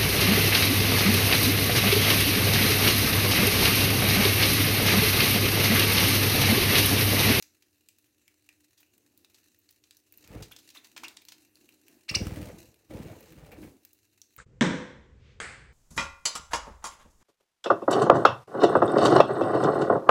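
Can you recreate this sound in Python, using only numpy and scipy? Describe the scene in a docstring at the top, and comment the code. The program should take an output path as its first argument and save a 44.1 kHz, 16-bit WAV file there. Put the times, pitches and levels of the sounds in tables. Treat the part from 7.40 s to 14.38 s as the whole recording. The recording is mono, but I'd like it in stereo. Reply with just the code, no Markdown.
"""A seed husk cracks sharply, then budgies go on cracking seed in a hand and shuffling on newspaper, close to a phone.
Husk clicks and rough bursts (claw scuffs, some chirp onsets, a take-off, landing flaps) are noise ringing a
coloured body; noise also gives the faint rustle and palm rubbing. A few very short, hoarse chirps are fast arches
of pitch. Now and then a bird flies past or flutters down: beating noise makes its whoosh and feather hiss, short
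falling swings of air its thumps. The small hard-walled room answers with a noise tail over a low hum."""
import sys
import numpy as np
from scipy import signal
from scipy.fft import rfft, irfft, next_fast_len
from scipy.io import wavfile
from scipy.ndimage import uniform_filter1d, map_coordinates

SR = 44100
rng = np.random.default_rng(int(sys.argv[2]) if len(sys.argv) > 2 else 0)


def output_pcm(signal):
    """Save a mono or channel-first signal as 16-bit PCM at the path in sys.argv[1].

    Samples are clipped to [-1, 1] before scaling.
    """
    pcm = np.clip(np.atleast_2d(signal).T, -1, 1) * 32767
    wavfile.write(sys.argv[1], SR, np.round(pcm).astype(np.int16))


N = 307818  # samples


def amp(db):
    """Decibels to gain."""
    return 10 ** (np.asarray(db) / 20)


def unit(x):
    """Scale to rms 1."""
    return x / np.sqrt(np.mean(x ** 2) + 1e-20)


def unit_energy(x):
    """Scale to energy 1, over both ports together."""
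    return x / np.linalg.norm(x)


def along(points, hz):
    """Read (f/Hz, value) points on a log frequency axis."""
    f, value = np.transpose(points)
    return np.interp(np.log(hz + 1), np.log(f), value)


def noise_pair(length):
    """Two unrelated white noises, one for each port."""
    return rng.standard_normal((2, length))


def wobble(rate):
    """A smooth random curve, rate knots a second."""
    knots = rng.standard_normal(int(N * rate / SR) + 4)
    return map_coordinates(knots, [np.arange(N) * rate / SR])


def swell(t, start, end, rise, fade):
    """Gain that rises to 1 at start, holds until end and fades; slopes in dB per s."""
    return amp(-rise * np.maximum(start - t, 0) - fade * np.maximum(t - end, 0))


def filtered(x, response):
    """x times a response of frequency."""
    size = next_fast_len(x.shape[-1] + SR // 2)
    spectrum = rfft(x, size) * response(np.fft.rfftfreq(size, 1 / SR))
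    return irfft(spectrum, size)[..., :x.shape[-1]]


def causal(level_db, size=1024):
    """The minimum-phase impulse response, of energy 1, of a body with this dB response."""
    cepstrum = irfft(np.log(amp(level_db(np.fft.rfftfreq(size, 1 / SR)))))
    # fold the cepstrum forward in time, so that nothing rings before the blow
    cepstrum[1:size // 2] *= 2
    cepstrum[size // 2 + 1:] = 0
    return unit_energy(irfft(np.exp(rfft(cepstrum))))


def add(track, s, sound):
    """Mix a sound into a track from time s."""
    start = max(round(s * SR), 0)
    part = track[..., start:start + sound.shape[-1]]
    part += sound[..., :part.shape[-1]]


# likeness of diffuse sound at the two microphone ports: f/Hz, correlation
PORT_LIKENESS = [(60, 0.74), (300, 0.78), (650, 0.49), (1400, 0.065), (15000, 0)]


def diffuse(pair, spectrum):
    """Colour two unrelated noises to rms 1; the ports hear much the same bass but different treble."""
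    def mid_side(hz):
        turn = np.arccos(np.clip(along(PORT_LIKENESS, hz), -1, 1)) / 2
        return amp(along(spectrum, hz)) * np.array([np.cos(turn), np.sin(turn)])

    mid, side = filtered(pair, mid_side)
    return unit(np.array([mid + side, mid - side]))


def from_front(x, lag):
    """Direct sound reaches the right port lag seconds after the left."""
    delays = np.array([[0], [lag]])
    return filtered(np.array([x, x]), lambda hz: np.exp(-2j * np.pi * hz * delays))


def patchy(depth_db, order, size):
    """Two noises whose gain drifts in patches, size bands wide and order frames long."""
    z = signal.stft(noise_pair(N), nperseg=1024)[2]
    across_bands = uniform_filter1d(rng.standard_normal(z.shape[1:]), size, axis=0)
    field = uniform_filter1d(across_bands, order, axis=1)
    return signal.istft(z * amp(depth_db * unit(field)), nperseg=1024)[1][:, :N]


# the low drone of the room and its thin hiss: f/Hz, level/dB per Hz
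HUM_SPECTRUM = [(25, -35.5), (60, -10), (100, -1), (160, -16.5), (245, -7), (275, -16.5), (300, 7),
                (325, -9), (350, -5), (420, -13), (600, -18), (1100, -28), (4000, -26.5), (16000, -23.5)]


def hum():
    """The room's low, slightly restless drone with a thin hiss, as slowly wavering noise."""
    return amp(-73.0 + 0.31 * wobble(2.1)) * diffuse(noise_pair(N), HUM_SPECTRUM)


# how long the small room rings: f/Hz, t60/s
ROOM_DECAY = [(100, 0.12), (500, 0.63), (2700, 0.19), (6000, 0.32), (15000, 0.26)]
# colour of the hard walls' answer: f/Hz, level/dB
WALL_COLOUR = [(100, 4), (1200, -3.5), (2200, 2), (2800, 0), (3350, -1.5), (4200, -2), (5600, -4),
               (7000, -3.5), (10000, -5), (15000, -5.5)]


def room(x):
    """Hard walls answer with a noise tail that lasts longest near 500 Hz and builds up over some 6 ms."""
    hz, t, z = signal.stft(noise_pair(SR // 2), SR, nperseg=256)
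    decay = amp(-60 * t / along(ROOM_DECAY, hz)[:, None])
    tail = diffuse(signal.istft(z * decay, SR, nperseg=256)[1], WALL_COLOUR)
    tail = tail * (1 - np.exp(-np.arange(tail.shape[1]) / SR / .006))
    return signal.fftconvolve(x, tail / np.linalg.norm(tail[0]), axes=1)[:, :N]


# spells in which the flock shifts its feet: t/s, length/s, rustle level/dB, palm rubbing level/dB
FOOT_SHIFTS = [(0, 0.087, -65.5, -87), (1.537, 0.38, -83.5, -72.5), (1.945, 0.19, -67.5, -80),
               (2.756, 0.34, -66, -70), (3.16, .33, -61.5, -69.5), (3.6, .1, -65.5, -61),
               (3.888, 0.16, -62.5, -72.5), (4.178, 0.17, -65, -67), (4.5, 0.065, -64, -63),
               (4.964, 0.29, -58.5, -67), (5.579, 0.3, -59, -68), (6.225, 0.0303, -68, -52.5)]
JOSTLE_RISE_DB_PER_S, JOSTLE_FADE_DB_PER_S = 202, 104
CALM_DB = -69.5  # rustle gain of quiet feeding


def jostling():
    """Gains of the rustle and of the rubbing on the palm: each spell adds its power to the calm feeding."""
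    t = np.arange(N) / SR
    rustle, rubbing = np.full(N, amp(CALM_DB) ** 2), np.zeros(N)
    for s, length, rustle_db, rubbing_db in FOOT_SHIFTS:
        spell = swell(t, s, s + length, JOSTLE_RISE_DB_PER_S, JOSTLE_FADE_DB_PER_S)
        rustle += (amp(rustle_db) * spell) ** 2
        rubbing += (amp(rubbing_db) * spell) ** 2
    return np.sqrt(rustle), np.sqrt(rubbing)


# dull rubbing of feet on the palm: f/Hz, level/dB per Hz
PALM_SPECTRUM = [(40, -15), (100, -15), (160, -13.5), (230, -4.5), (330, 2), (450, -12), (700, -16),
                 (1500, -26)]


def shuffling(level):
    """Shifting feet make a soft, dull rubbing on the palm: low noise with a drifting colour."""
    return level * diffuse(patchy(depth_db=2.0, order=4, size=2), PALM_SPECTRUM)


# faint husk ticks, feet and feathers: f/Hz, level/dB per Hz
RUSTLE_SPECTRUM = [(500, -21.5), (1200, -11), (1800, -2.5), (2200, -7), (2750, 2), (3300, -13), (4000, 1),
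                   (5000, -7), (6200, -1), (10000, -7.5), (13000, -4), (16000, -9.5)]


def nibbling(level, count=420):
    """Many faint husk ticks, each a decaying grain of noise, over the fitful rustle of feet and feathers."""
    ticks, t = np.zeros((2, N)), np.arange(SR // 20) / SR
    for when, size, life in rng.random((count, 3)):
        t60 = 0.0068 + 0.062 * life
        grain = noise_pair(len(t)) * amp(-60 * t / t60)
        add(ticks, when * N / SR, amp(13 * size ** 2) * grain)
    fitful = amp(1.5 * wobble(25) + 1.5 * wobble(250))
    rustle = patchy(depth_db=2.5, order=4, size=24) * fitful
    return level * (amp(-3.5) * diffuse(ticks, RUSTLE_SPECTRUM) + amp(-5) * diffuse(rustle, RUSTLE_SPECTRUM))


def thump(hz, slowing=0.008):
    """A downstroke shoves a short swing of air past the phone, falling in pitch as the wing slows; centred in 50 ms."""
    t = np.arange(-SR // 40, SR // 40) / SR
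    phase = 2 * np.pi * hz * slowing * (1 - np.exp(-t / slowing))
    return -np.exp(-(t / np.where(t < 0, .007, .009)) ** 2) * np.cos(phase)


# flights past the phone: t/s of the nearest wing stroke, wingbeat period/s,
# full effort before it/s, full effort after it/s, rise/dB per s, fade/dB per s,
# whoosh base level/dB, feather hiss base level/dB, its treble level/dB, thump level/dB,
# thump centre f/Hz, moving air at the left port over the right level/dB
FLYPASTS = [(2.966, 0.056, 0.035, 0.047, 170, 200, -49.5, -53.5, -4.5, -34.5, 103, 1),
            (4.8215, .052, 0.11, .25, 1201.5, 103.5, -43, -44, -2.5, -23, 113.4, 4.5),
            (5.553, .0535, 0.042, .14, 1300, 140, -46, -51, -4.5, -31, 152, 3.5),
            (6.235, 0.051, 0.24, 0.029, 42, 250, -52.5, -57.5, -3.5, -54.5, 148, 1)]
# eddies, beating vanes and hissing feathers, each: f/Hz, level/dB per Hz
EDDY_SPECTRUM = [(18, -39.5), (30, -9), (48, 5), (91, 0.5), (129, -0.5), (260, -4), (312, 2), (379, -11),
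                 (526, -6.5), (673, -14), (832, -16), (1500, -31), (1950, -49), (3300, -120)]
VANE_SPECTRUM = [(200, -26), (340, -8), (460, 1.5), (620, -6.5), (850, -11), (1300, -19), (2200, -18.5),
                 (3500, -42.5)]
FEATHER_SPECTRUM = [(400, -18), (1200, 1), (2400, 1.5), (3500, -2), (6000, -4.5), (9500, -4.5), (11500, -9),
                    (16000, -3)]
THUMP_APPROACH_DB_PER_S, THUMP_RECEDE_DB_PER_S = 105.5, 52.5  # the air push carries only a short way
THUMP_SCATTER = 0.046  # log pitch spread: no two strokes have quite the same pitch
WHOOSH_NEAR_DB, NEAR_S = 4, 0.04  # the eddies swell around the nearest stroke
WHOOSH_BEAT_DB, FLAP_BEAT_DB, FEATHER_BEAT_DB = 1.8, 1.5, 1.34  # swing either way within each wingbeat
FLAP_DB, FLAP_ROUGH_DB = -7, 5  # flaps relative to the whoosh base level; uneven flutter
FEATHER_SAG_DB_PER_S = 21  # the first strokes of a flight are the hardest
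FEATHER_TREBLE_HZ = 3380  # each flight sets its own hiss level above this


def wings():
    """Steady wingbeats: every stroke thumps the air, flaps the vanes and swells the eddies and feather hiss."""
    out, t = np.zeros((2, N)), np.arange(N) / SR
    eddies = diffuse(patchy(depth_db=5, order=3, size=2), EDDY_SPECTRUM)
    vanes = diffuse(amp(FLAP_ROUGH_DB * wobble(90)) * noise_pair(N), VANE_SPECTRUM)
    grit = amp(3 * wobble(400) + 2 * wobble(60))
    feathers = diffuse(grit * noise_pair(N), FEATHER_SPECTRUM)
    dull = filtered(feathers, lambda hz: 1 / (1 + (hz / FEATHER_TREBLE_HZ) ** 4))
    for (s, period, before, after, rise, fade, whoosh_db, feather_db, treble_db,
         thump_db, thump_hz, pan_db) in FLYPASTS:
        effort = swell(t, s - before, s + after, rise, fade)
        beat = np.cos(2 * np.pi * (t - s) / period)
        near = np.exp(-((t - s) / NEAR_S) ** 2)
        whoosh = amp(whoosh_db + WHOOSH_BEAT_DB * beat + WHOOSH_NEAR_DB * near) * eddies
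        flaps = amp(whoosh_db + FLAP_DB + FLAP_BEAT_DB * beat) * vanes
        sag_db = FEATHER_SAG_DB_PER_S * np.maximum(t - s + before, 0)
        plumage = dull + amp(treble_db) * (feathers - dull)
        hiss = amp(feather_db + FEATHER_BEAT_DB * beat - sag_db) * plumage
        thumps = np.zeros(N)
        for stroke in s + period * np.arange(-8, 9):
            closeness = swell(stroke, s, s, THUMP_APPROACH_DB_PER_S, THUMP_RECEDE_DB_PER_S)
            stroke_hz = thump_hz * np.exp(THUMP_SCATTER * rng.standard_normal())
            push = amp(thump_db) * closeness * thump(stroke_hz)
            add(thumps, stroke - len(push) / SR / 2, push)
        moving_air = (whoosh + thumps) * amp(pan_db * np.array([[.5], [-.5]]))
        out += effort * (hiss + flaps + moving_air)
    return out


# chirps: t/s at the top of the arch, top f/Hz, rise/s, fall/s, level/dB, octave level/dB,
# hoarseness level/dB, low start level/dB
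CALLS = [(3.1232, 3600, 0.0094, 0.014, -42, -21, -16, -8), (3.375, 3970, 0.014, 0.019, -43, -17, -25, -5.5),
         (3.579, 2986, .015, .0053, -46.5, -16, -6, -1.5),
         (3.6503, 2928, .0165, 0.014, -33.5, -15, -18.5, -5.5),
         (4.685, 2970, .004, 0.005, -44, -13.5, -7, -9), (4.698, 2901, 0.015, 0.013, -24, -4.5, -12, -33.5),
         (4.757, 2947, .017, 0.0085, -22.5, 2.5, -6, -15.5)]
# hoarse breath in the call: f/Hz, level/dB per Hz
RASP_SPECTRUM = [(300, -15), (1000, -22.5), (1400, -20), (2200, 4.5), (2800, 6), (3400, -19.5), (4300, 5.5),
                 (5800, -14.5), (7200, -11.5), (8700, -6), (10500, -18), (16000, -24)]


def chirps():
    """Each chirp is one fast arch of pitch: an unsteady start near 1 kHz, a steadier top, a quick fall, with rasp."""
    out, t = np.zeros((2, N)), np.arange(-SR // 20, SR // 20) / SR
    for s, top_hz, rise, fall, db, octave_db, hoarse_db, start_db in CALLS:
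        reach = t / np.where(t < 0, rise, fall)  # -1 at the start, 0 at the top, 1 at the end
        effort = 1 / (1 + (reach / .55) ** 4)
        smooth = uniform_filter1d(noise_pair(len(t)), size=36)
        pitch_flutter, level_flutter = unit(smooth[0]), unit(smooth[1])
        edge_hz = np.where(t < 0, 950, 0.67 * top_hz)
        arch = (1 - np.minimum(np.abs(reach), 1) ** 1.4) ** 1.5
        pitch = edge_hz + (top_hz - edge_hz) * arch
        unsteadiness = 0.032 + 0.085 * (1 - effort)
        phase = 2 * np.pi * np.cumsum(pitch * (1 + unsteadiness * pitch_flutter)) / SR
        low_start = amp(start_db) * (1 - effort) * (t < 0)
        fundamental = (effort ** 3 + low_start) * np.sin(phase)
        overtones = effort * (amp(octave_db) * np.sin(2 * phase) + amp(-16.0) * np.sin(3 * phase))
        tone = from_front((fundamental + overtones) * amp(2 * level_flutter), lag=0.00019)
        rasp = amp(hoarse_db) * effort * diffuse(noise_pair(len(t)), RASP_SPECTRUM)
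        opening = np.clip((1 - np.abs(reach)) * 20, 0, 1)
        add(out, s + t[0], amp(db) * opening * (tone + rasp))
    return out


HUSK_RING_WIDTH = .13  # half-width of the ring's dB peak, as a share of its pitch


def contact(force, spectrum, snap_db, knock_db, ring_hz=2700, ring_db=0):
    """A force scaled to energy 1 rings a body; the snap lifts or cuts its treble, the knock its bass."""
    tilt = [(2200, knock_db), (4000, 0.0096), (7500, 0.004), (12000, snap_db)]
    ring = lambda hz: ring_db / (1 + ((hz - ring_hz) / (HUSK_RING_WIDTH * ring_hz)) ** 2)
    body = causal(lambda hz: along(spectrum, hz) + along(tilt, hz) + ring(hz))
    return signal.fftconvolve(unit_energy(force), body[None], axes=1)


# rough bursts: claws scuffing paper, the noisy onsets of some chirps (near 3.6 s),
# an abrupt take-off (5.506 s) and the wing flaps of a landing bird (6.115 and 6.228 s):
# t/s, level/dB, snap above 9 kHz level/dB, knock below 3 kHz level/dB, t60/s
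BURSTS = [(0.223, -29, 5, -5, 0.04), (0.6575, -35, 13, -2, 0.095), (1.3755, -27.5, 5.5, -11, 0.12),
          (1.401, -25, 15, -2.5, 0.093), (1.9432, -25, 2.5, -10, 0.094), (2.3082, -24.5, 16, -12, 0.025),
          (2.4381, -29.5, -10, -12, 0.033), (2.8396, -25.5, -7, -2.5, 0.064), (3.0222, -12, 0.5, -6, 0.094),
          (3.111, -22.5, -3.5, 6, 0.08), (3.1631, -17.5, -2, -8, 0.033), (3.186, -22.5, 4, -11, .06),
          (3.3018, -22, 2, -8.5, 0.051), (3.3485, -16.5, 4.5, 3, 0.15), (3.4437, -20.5, 2.5, -5, 0.076),
          (3.5633, -13.5, -8, 0.5, 0.073), (3.576, -14, 4, 0, 0.034), (3.634, -11, 0, 1.5, 0.067),
          (3.8846, -15.5, 0.5, -9.5, 0.04), (3.92, -17, 3, -3.5, 0.039), (5.506, -32, 8, 3, .07),
          (6.115, -19, 13, 11.5, 0.11), (6.228, -22.5, 10.5, 19, 0.087)]
# their common papery colour: f/Hz, level/dB per Hz
BURST_SPECTRUM = [(200, -27), (900, -3), (1400, -4.5), (2400, 0.5), (4000, -1.5), (6500, -3.5),
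                  (10000, -12), (16000, -12.5)]
BURST_ONSET = 0.017  # rise time constant as a share of t60


def rough_bursts():
    """Scuffs, chirp onsets and flaps alike: a decaying run of uneven noise grains; longer ones start more softly."""
    out, t = np.zeros((2, N)), np.arange(SR // 5) / SR
    for s, db, snap_db, knock_db, t60 in BURSTS:
        grains = noise_pair(len(t)) * amp(4.5 * rng.standard_normal(len(t)))
        force = grains * amp(-60 * t / t60) * (1 - np.exp(-t / (BURST_ONSET * t60)))
        add(out, s, amp(db) * contact(force, BURST_SPECTRUM, snap_db, knock_db))
    return out


# beak clicks: t/s, level/dB, ring f/Hz, snap above 9 kHz level/dB, knock below 3 kHz level/dB
BEAK_CLICKS = [(0.0249, -13, 5850, -4, -5.5), (.4873, -20, 2800, -7.5, -15), (0.586, -29, 2680, 4, -16),
               (0.8797, -26.5, 2170, -5.5, -4), (1.09, -21.5, 2670, -10, -3), (1.43, -32.5, 2640, -10.5, 4),
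               (1.58, -29.5, 7800, 0, -3), (1.7763, -25, 13540, -3.5, -24),
               (1.8467, -25.5, 3600, -14, -10.5), (2.189, -29, 13600, 17, -26.5),
               (2.2903, -29, 4320, -15, -9), (2.5092, -21.5, 4000, -11, -12.5),
               (2.5692, -23, 6060, -1.5, -32), (2.724, -21.5, 13600, 2, -2),
               (2.775, -18.5, 13330, 16, -7.5), (2.8757, -22, 13600, -8, -5),
               (3.1173, -18.5, 3330, 6.5, -7.5), (3.2901, -21.5, 4100, -12.5, -11.5),
               (3.6826, -11.5, 3860, -11, -10), (3.7675, -26.5, 9020, -9, -15),
               (3.7708, -15, 3820, -19.5, -9.5), (3.8195, -24.5, 4050, -2, 1),
               (3.852, -22.5, 4340, 0.5, -7), (4.156, -29, 4160, -5.5, -15), (4.2903, -25.5, 2700, -3.5, 1),
               (4.4826, -22.5, 2600, -1.5, -5), (5.3432, -30, 2530, -3.5, -8),
               (5.8075, -22, 14000, 0.5, -4), (5.923, -27, 13300, 4, -19), (6.4505, -19.5, 13700, -5.5, -7),
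               (6.5316, -22, 14600, -1.5, -31), (6.8169, -21, 6040, -10.5, -20.5),
               (6.9645, -19.5, 14300, 9.5, 3.5)]
# the seed husk's colour: f/Hz, level/dB per Hz
HUSK_SPECTRUM = [(200, -30), (700, -7), (1300, -6.5), (2400, 3.5), (3300, -4), (4200, -4), (6500, -6.5),
                 (10000, -2.5), (16000, 2.5)]
RATTLE_T60_S, HUSK_RING_DB = 0.029, 8.5  # the same for every click
TICK_SHARE, CRACK_SHARE, RATTLE_SHARE = 0.28, .85, 1  # relative amplitudes within a beak click


def pecks():
    """A husk cracks with one sharp tick at its own pitch, and the seeds around it rattle briefly."""
    out, t = np.zeros((2, N)), np.arange(SR // 10) / SR
    for s, db, ring_hz, snap_db, knock_db in BEAK_CLICKS:
        rattle = unit_energy(noise_pair(len(t)) * amp(-60 * t / RATTLE_T60_S))
        crack = unit_energy(noise_pair(len(t)) * amp(-60 * t / .004))
        tick = from_front(1. 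* (t == 0), lag=.0004)
        force = TICK_SHARE * tick + CRACK_SHARE * crack + RATTLE_SHARE * rattle
        add(out, s, amp(db) * contact(force, HUSK_SPECTRUM, snap_db, knock_db, ring_hz, HUSK_RING_DB))
    return out


CLOSE_WET_DB, CALL_WET_DB, FLIGHT_WET_DB = -8.5, -11, -17  # how strongly the room answers


def scene():
    """The feeding, calling and flying birds in their room."""
    close, calls, flight = pecks() + rough_bursts(), chirps(), wings()
    echo = room(amp(CLOSE_WET_DB) * close + amp(CALL_WET_DB) * calls + amp(FLIGHT_WET_DB) * flight)
    rustle, rubbing = jostling()
    background = hum() + shuffling(rubbing) + nibbling(rustle)
    return background + echo + flight + calls + close


# colour of the two microphone ports: f/Hz, left minus right level/dB
PORT_BALANCE = [(80, -5.5), (300, -7.5), (700, -5.5), (1300, -4.5), (2500, -9), (4400, -5.5), (6500, -5),
                (10000, -2), (15000, 2)]
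TOP_HZ = 15900  # band limit


def record(dry):
    """Each port has its own colour; the deepest bass is cut and nothing passes above the band limit."""
    low_cut = lambda hz: hz ** 4 / (hz ** 4 + 42 ** 4)
    port_gain = lambda hz: amp(along(PORT_BALANCE, hz) * np.array([[.5], [-.5]]))
    return filtered(dry, lambda hz: port_gain(hz) * low_cut(hz) * (hz < TOP_HZ))


dry = scene()
out = record(dry)
output_pcm(out)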